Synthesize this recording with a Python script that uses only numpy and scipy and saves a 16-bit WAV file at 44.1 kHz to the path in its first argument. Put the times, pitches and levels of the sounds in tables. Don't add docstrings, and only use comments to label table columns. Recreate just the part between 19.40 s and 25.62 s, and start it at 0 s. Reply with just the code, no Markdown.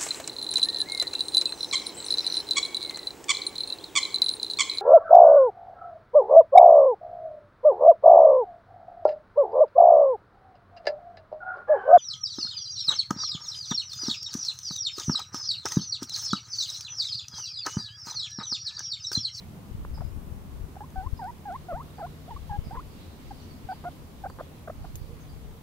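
import sys
import numpy as np
from scipy import signal
from scipy.fft import rfft, irfft, next_fast_len
from scipy.io import wavfile
from scipy.ndimage import uniform_filter1d

SR = 44100
rng = np.random.default_rng(int(sys.argv[2]) if len(sys.argv) > 2 else 0)


def voltage_ratio(decibels):
    exponent = np.asarray(decibels, float) / 20
    return 10 ** exponent


def dump(signal):
    limited = np.clip(np.atleast_2d(signal).T, -1, 1)
    pcm = np.round(limited * 32767).astype(np.int16)
    wavfile.write(sys.argv[1], SR, pcm)


N = 274346
T = np.arange(N) / SR

# time [s], peak [dB], width [ms], push +1 or suck -1.
LEFT_EDDIES = [(.319, -29, 6.2, -1), (0.352, -23.5, 3.5, 1), (.401, -34, 11, 1), (.427, -29.5, 6, -1),
               (.501, -26.5, 7.7, -1), (.611, -20.5, 4.1, -1), (.652, -19.5, 4.4, -1),
               (.924, -24.5, 4.6, -1), (1.242, -24.5, 5.2, -1), (1.585, -24, 9.3, -1), (1.67, -21, 6.3, -1),
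               (1.734, -16, 5.7, -1), (2.345, -27, 10.1, -1), (3.112, -23, 4.54, -1), (3.19, -16, 4.8, 1),
               (3.286, -28.5, 5, 1), (3.381, -27.5, 8, -1), (4.253, -29, 5.5, -1)]
RIGHT_EDDIES = [
    (3.271, -23, 3.2, 1),
    (3.333, -28, 3.5, 1),
    (5.385, -34, 4.6, 1),
    (5.419, -31, 6, 1),
    (5.55, -28, 5.3, -1),
    (5.618, -27.5, 4.8, -1),
    (5.643, -31, 6.5, -1),
    (5.733, -32, 5.4, -1),
]
# height of the gust [s], level [dB].
LEFT_GUSTS = [(.5, -35.5), (.78, -35), (1.15, -40.5), (1.68, -36), (2.27, -43.5), (3.02, -41), (3.25, -39),
              (4.05, -39.5), (4.75, -45.5), (5.42, -43.5), (6.0, -40)]
RIGHT_GUSTS = [
    (.48, -40),
    (1.27, -47),
    (2.0, -56),
    (2.5, -49),
    (3.25, -39.5),
    (3.75, -45),
    (5.0, -46),
    (5.5, -35),
    (5.879, -45),
]
# frequency [Hz], density [dB per Hz].
TRAFFIC_SPECTRUM = [(35, -43), (60, -4.5), (91, -5.5), (118, -10), (220, -7.5), (330, -13), (575, -20),
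                    (1100, -22.5), (1600, -29.5), (2300, -31.5), (5000, -38.5), (5500, -37), (8000, -38.5),
                    (13000, -37)]
# frequency [Hz], correlation [0-1].
PORT_LIKENESS = [(60, 1), (300, 0.74), (640, 0.4), (1400, 0), (16000, 0.04)]
# frequency [Hz], width [Hz], level [dB].
ENGINE_HUMS = [(86.1, 7.7, -53.5), (150.45, 2.6, -53.5)]
# time [s], pitch [Hz], level [dB].
CAR_WHINE = [
    (5.6, 451, -90),
    (5.72, 462, -52),
    (5.9, 450, -62),
    (6.1, 440, -56.5),
    (6.22, 444, -66),
]
# time [s], level [dB].
RUSTLE = [
    (0.0, -65),
    (0.15, -69),
    (0.95, -73),
    (2.77, -62.5),
    (4.02, -63),
    (5.25, -66),
    (5.72, -65),
    (6.22, -66.5),
]
# start [s], length [s], rate [Hz], peak [dB], throat ring [Hz].
CREAKS = [(.4492, 0, 200, -32, 1000), (.584, 0, 200, -41, 1050), (.6075, .0065, 190, -35, 850),
          (1.356, 0, 200, -39, 800), (1.4065, 0, 200, -35, 800), (2.5915, .008, 240, -33, 750),
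          (3.3535, .0135, 228, -31.5, 900), (4.4395, .0035, 400, -34, 750), (4.4452, .007, 320, -36, 1000),
          (4.8545, 0, 300, -37, 1000), (4.8992, .005, 240, -35, 950), (4.9873, .007, 178, -32, 850),
          (4.9965, .0105, 350, -34, 1050), (5.2755, .0085, 400, -36, 1400), (5.2985, 0, 200, -39, 1800),
          (5.4505, .006, 200, -37, 850)]
# frequency [Hz], width [Hz], gain [dB].
MOUTH_AND_CHEST = [(1750, 600, -17), (500, 340, -1)]
# start [s], length [s], first pitch [Hz], level [dB], left minus right [dB].
CHIRPS = [(0.533, 0.038, 5320, -57.5, -2), (0.599, 0.098, 5300, -74, -5), (1.76, 0.036, 5230, -62.5, -5),
          (2.55, 0.047, 4950, -71, -3), (3.216, 0.09, 5200, -65.5, 0), (3.985, 0.048, 4540, -65, -6),
          (4.013, 0.018, 6190, -63, 8), (4.093, 0.0404, 4700, -64.5, -5), (4.287, 0.059, 4940, -63.5, -6),
          (4.87, 0.054, 4850, -68, -3), (5.785, 0.056, 6720, -71, 10), (5.872, .05, 4990, -68, -6)]
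# start [s], length [s], pitch [Hz], effort [dB].
HOLDS = [(0.5776, 0.0034, 872, -40.5), (0.6203, 0.0028, 696.5, -40), (1.366, 0.0062, 790, -39),
         (1.408, 0.015, 835, -36.5), (2.287, 0.015, 725, -35.5), (1.56, 0.053, 758.3, -35.5),
         (1.839, 0.018, 747, -35), (2.157, 0.00682, 1065, -35.5), (2.5845, .003, 770, -38.5),
         (1.893, .012, 955.4, -36.5), (2.056, 0.0096, 824, -35.5), (3.11, .052, 823, -32.5),
         (3.372, .006, 1038, -36.5), (4.29, 0.04, 756, -33), (4.84, .011, 788, -32.5),
         (5.445, 0.0044, 738, -40)]
# start [s], length [s], first pitch [Hz], last pitch [Hz], effort [dB].
SAGS = [(1.794, 0.015, 950, 884, -35.5), (1.816, .02, 810, 743, -35), (2.066, 0.044, 845, 685.6, -34.5),
        (2.302, 0.032, 715, 590, -33), (2.383, 0.0088, 950, 909, -39.5),
        (2.601, 0.0208, 878.4, 752.4, -34.5), (2.908, .022, 970, 829, -37.5),
        (3.097, 0.013, 915, 824, -34.5), (3.377, .011, 1050, 970, -40), (3.909, 0.01, 838, 787, -36.5),
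        (5.277, .007, 701, 594, -36)]
RISES = [(1.423, 0.022, 850, 1060, -46), (1.626, 0.023, 780, 910, -41), (1.663, .013, 1005, 1085, -40.5),
         (1.851, .036, 739, 965, -35), (2.108, 0.024, 692, 799, -36), (2.136, 0.01998, 805, 1053, -35.5),
         (2.626, 0.029, 650, 733.5, -35), (4.453, 0.032, 691, 742, -33), (2.328, 0.027, 598, 715, -35),
         (2.355, 0.024, 735, 950, -36.5), (2.397, 0.027, 935, 1336, -38.5), (2.657, 0.011, 742, 1052, -42),
         (2.88, 0.029, 649, 978, -45), (2.965, .008, 1090, 1145, -37.5), (3.31, .024, 750, 934, -38.5),
         (3.344, 0.0062, 879, 983, -37.5), (3.391, .017, 996, 1426, -36.5),
         (4.322, 0.0066, 741, 846, -34.5), (4.859, .011, 711, 801, -32.5), (5.0095, .003, 559.3, 634, -32),
         (5.298, 0.0069, 625, 680.5, -32.5)]
# time [s], share of pitch lost (below 0: gained), width
# [ms].
BREAKS = [(1.364, .25, 3), (1.838, .06, 3), (2.106, .05, 2), (2.327, .17, 3), (2.626, .07, 2),
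          (3.125, .12, 1), (4.319, .13, 1.5), (4.331, -.08, 4), (4.49, .15, 3), (4.855, .35, 4),
          (5.014, -.15, 2), (5.298, .2, 3), (5.311, .2, 3)]
# pitch [Hz], gain [dB].
REGISTER = [(570, 1), (620, -1), (765, -0.5), (830, -3.5), (890, -4.5), (960, -1.5), (1050, 0.5),
            (1400, -15.5)]
# overtone frequency [Hz], gain [dB].
OVERTONE_GAIN = [(900, -13), (1200, -12), (1500, -15), (1700, -20), (1950, -20), (2200, -25), (2800, -40)]
# start [s], peak [dB], centre [Hz], left minus right [dB].
STEM_SNAPS = [
    (0.765, -56, 11000, -1),
    (1.5033, -48, 6000, 4),
    (1.711, -53, 6500, 0),
    (1.842, -44.5, 5000, -1.5),
    (2.1244, -49, 4550, 1),
    (2.4319, -51, 11000, -1),
    (4.899, -45.5, 3500, 1),
]
# frequency [Hz], level [dB], decay by 60 dB [s].
HUTCH_RINGS = [(6540, 2, .03), (3860, -4, 0.022), (2500, -3.5, .02), (11300, -8, 0.13), (12900, -6, .04),
               (14400, -8, .16)]


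def unit(x):
    return x / np.sqrt(np.mean(x ** 2))


def on_log(hz, table):
    table_hz, value = np.transpose(table)
    return np.interp(np.log(np.maximum(hz, 1)), np.log(table_hz), value)


def resonate(x, hz, width_hz):
    return signal.lfilter(*signal.iirpeak(hz, hz / width_hz, fs=SR), x)


def walk(rate_hz):
    hold = int(SR / rate_hz)
    steps = np.repeat(rng.standard_normal(N // hold + 1), hold)
    return 1.64 * uniform_filter1d(uniform_filter1d(steps, hold), hold)[:N]


def place(x, pan_db):
    return x * voltage_ratio(np.array([[pan_db], [-pan_db]]) / 2)


def add(out, start_s, x):
    i = int(start_s * SR)
    out[..., i:i + x.shape[-1]] += x[..., :N - i]


def port_wind(gusts, calm_db, eddies):
    gust_s = 0.15
    force = voltage_ratio(calm_db) + sum(voltage_ratio(db) * np.exp(-((T - at) / gust_s) ** 2) for at, db in gusts)
    low = signal.butter(2, [22, 85], "band", fs=SR, output="sos")
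    rumble = unit(signal.sosfilt(low, rng.standard_normal(N)))
    out = rumble * force * voltage_ratio(-3.5 + 3.0 * walk(14))
    for at, db, ms, push in eddies:
        u = np.arange(-.04, .04, 1 / SR) / (ms * 0.00065)
        kick = (1 - u ** 2 + 1.4 * u) * np.exp(-abs(u) ** 1.54)
        add(out, at - .04, np.sign(push) * voltage_ratio(db + 0.5) * kick)
    return out


def wind():
    left = port_wind(LEFT_GUSTS, -51.5, LEFT_EDDIES)
    right = port_wind(RIGHT_GUSTS, -50, RIGHT_EDDIES)
    return np.array([left, right])


def road_noise():
    size = next_fast_len(N)
    f = np.fft.rfftfreq(size, 1 / SR)
    shape = voltage_ratio(on_log(f, TRAFFIC_SPECTRUM)) * (f > 40)
    mid, side = (rfft(rng.standard_normal(size)) * shape for _ in range(2))
    alike = np.clip(on_log(f, PORT_LIKENESS), 0, 1)
    pair = mid * np.sqrt(1 + alike) + np.array([[1], [-1]]) * side * np.sqrt(1 - alike)
    out, swell = 0, walk(0.63)
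    for octave in np.arange(5, 14.5, .5):
        share = np.clip(1 - 2 * abs(np.log2(f + 1) - octave), 0, 1)
        depth = np.clip((13 - octave) / 5, .15, 1)
        level_db = depth * (1.47 * swell + 1.12 * walk(6) + 0.96 * walk(25))
        out = out + irfft(pair * share, size)[:, :N] * voltage_ratio(level_db)
    return unit(out) * voltage_ratio(-47.5)


def engine_hums():
    return sum(unit(resonate(rng.standard_normal(N), hz, width_hz)) * voltage_ratio(db)
               for hz, width_hz, db in ENGINE_HUMS)


def car_whine():
    s, hz, db = np.transpose(CAR_WHINE)
    pitch = np.interp(T, s, hz) * (1 + 0.0286 * walk(60))
    return np.sin(2 * np.pi * np.cumsum(pitch) / SR) * voltage_ratio(np.interp(T, s, db) + 3.2 * walk(30))


def leaves():
    s, db = np.transpose(RUSTLE)
    bands = [unit(resonate(rng.standard_normal((2, N)), hz, 720)) * voltage_ratio(2.73 * walk(14))
             for hz in (2170, 2920, 3330, 3860, 4580)]
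    return place(sum(bands) * voltage_ratio(np.interp(T, s, db) - 7.5), -4.5)


def throat_slap(ring_hz):
    soft = signal.butter(4, 1800, fs=SR, output="sos")
    push = signal.sosfilt(soft, signal.unit_impulse(SR // 40))
    slap = 0
    for k, (hz, width_hz, db) in enumerate([(ring_hz, 520, 0)] + MOUTH_AND_CHEST):
        ring = resonate(resonate(push, hz, width_hz), hz, width_hz)
        slap = slap + voltage_ratio(db) * ring * (-1) ** k
    return slap / abs(slap).max()


def creaks():
    quicken_hz_per_s, fade_db_per_s = 1500, 150
    out = np.zeros(N)
    chances = rng.standard_normal((len(CREAKS), 16, 2))
    for (start, length, rate_hz, db, ring_hz), chance in zip(CREAKS, chances):
        slap = throat_slap(ring_hz)
        s = start
        for late, loud in chance:
            add(out, s, -slap * voltage_ratio(db + loud - fade_db_per_s * (s - start)))
            s += (1 + 0.05 * late) / (rate_hz + quicken_hz_per_s * (s - start))
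            if s > start + length:
                break
    return out


def sparrows():
    direct_db, echo_t60_s, warble_fall = -5, 0.42, 0.096
    out, u = np.zeros((2, N)), np.arange(int(.3 * SR)) / SR
    echoes = rng.standard_normal((2, len(u))) * voltage_ratio(-60 * u / echo_t60_s)
    echoes = echoes / np.sqrt(np.sum(echoes ** 2, axis=1, keepdims=True))
    echoes[:, 0] += voltage_ratio(direct_db)
    for s, length, hz, db, pan_db in CHIRPS:
        count = int(length * SR)
        sweep = np.linspace(hz, hz * (1 - warble_fall), count)
        sweep = sweep + 190 * np.sin(2 * np.pi * 70 * u[:count])
        note = np.sin(2 * np.pi * np.cumsum(sweep) / SR) * np.hanning(count)
        heard = signal.fftconvolve(note[None], echoes, axes=1)
        add(out, s, place(heard * voltage_ratio(db + 7.5), pan_db))
    return out


def phrase():
    attack_s, release_s, release_share, arch_db = 0.0032, 0.003, 0.22, 1.5
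    rise_bend, sag_bend = 1.25, 1.1
    notes = [(s, d, hz, hz, db, 1) for s, d, hz, db in HOLDS]
    notes += [row + (sag_bend,) for row in SAGS]
    notes += [row + (rise_bend,) for row in RISES]
    size, when, pitch, u = np.zeros(N), [], [], np.linspace(0, 1, 9)
    for s, d, hz0, hz1, db, bend in sorted(notes):
        when = np.append(when, s + d * u)
        pitch = np.append(pitch, hz0 + (hz1 - hz0) * u ** bend)
        end = s + d + release_s + release_share * d
        span = slice(int((s - attack_s) * SR), int(end * SR))
        arch = arch_db * np.clip(2 * (T[span] - s) / d - 1, -1, 1) ** 2
        shape = np.interp(T[span], [s - attack_s, s, s + d, end], [0, 1, 1, 0]) * voltage_ratio(db - arch)
        size[span] = np.maximum(size[span], shape)
    pitch = np.interp(T, np.maximum.accumulate(when), pitch)
    return pitch, size * voltage_ratio(on_log(pitch, REGISTER))


def squeaks():
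    catch, catch_ms = 4, .9
    wobble = 1 + .006 * walk(300)
    flutter = voltage_ratio(.4 * walk(300) + .9)
    for at, share, ms in BREAKS:
        near = slice(int((at - .02) * SR), int((at + .02) * SR))
        away_ms = (T[near] - at) * 1000
        wobble[near] *= 1 - share * np.exp(-(away_ms / ms) ** 2)
        flutter[near] *= 1 - np.clip(catch * share, 0, 1) * np.exp(-(away_ms / catch_ms) ** 2)
    pitch, size = phrase()
    pitch, size = pitch * wobble, size * flutter
    effort = (size / voltage_ratio(-37)) ** 0.52
    phase = 2 * np.pi * np.cumsum(pitch) / SR
    second = effort * voltage_ratio(on_log(2 * pitch, OVERTONE_GAIN)) * np.sin(2 * phase)
    third = effort * voltage_ratio(on_log(3 * pitch, OVERTONE_GAIN) - 8.5) * np.sin(3 * phase)
    return np.sqrt(2) * (np.sin(phase) + second + third) * size


def stem_snaps():
    out, u = np.zeros((2, N)), np.arange(int(.15 * SR)) / SR
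    for s, db, hz, pan_db in STEM_SNAPS:
        burst = rng.standard_normal(len(u)) * voltage_ratio(db - 60 * u / 0.013)
        add(out, s, place(resonate(burst, hz, hz), pan_db))
    return out


def hutch_tap():
    out, u = np.zeros((2, N)), np.arange(int(.15 * SR)) / SR
    rings = sum(unit(resonate(rng.standard_normal((2, len(u))), hz, 510)) * voltage_ratio(db - 60 * u / t60)
                for hz, db, t60 in HUTCH_RINGS)
    crack = rng.standard_normal(len(u)) * voltage_ratio(-60 * u / 0.0092)
    add(out, 5.5553, place((rings + crack) * voltage_ratio(-33 - 9.5), 3))
    return out


def scene():
    traffic = road_noise() + engine_hums() + car_whine()
    voice = creaks() + squeaks()
    animal = np.array([voice, np.roll(voice, 5)])
    return wind() + traffic + leaves() + animal + sparrows() + stem_snaps() + hutch_tap()


def band_limit(x):
    return signal.sosfilt(signal.butter(12, 16650, fs=SR, output="sos"), x)


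def record(dry):
    top_cut = signal.ellip(10, .1, 60, 15700, fs=SR, output="sos")
    mix = signal.sosfilt(top_cut, dry)
    return band_limit(mix)


dry = scene()
out = record(dry)
dump(out)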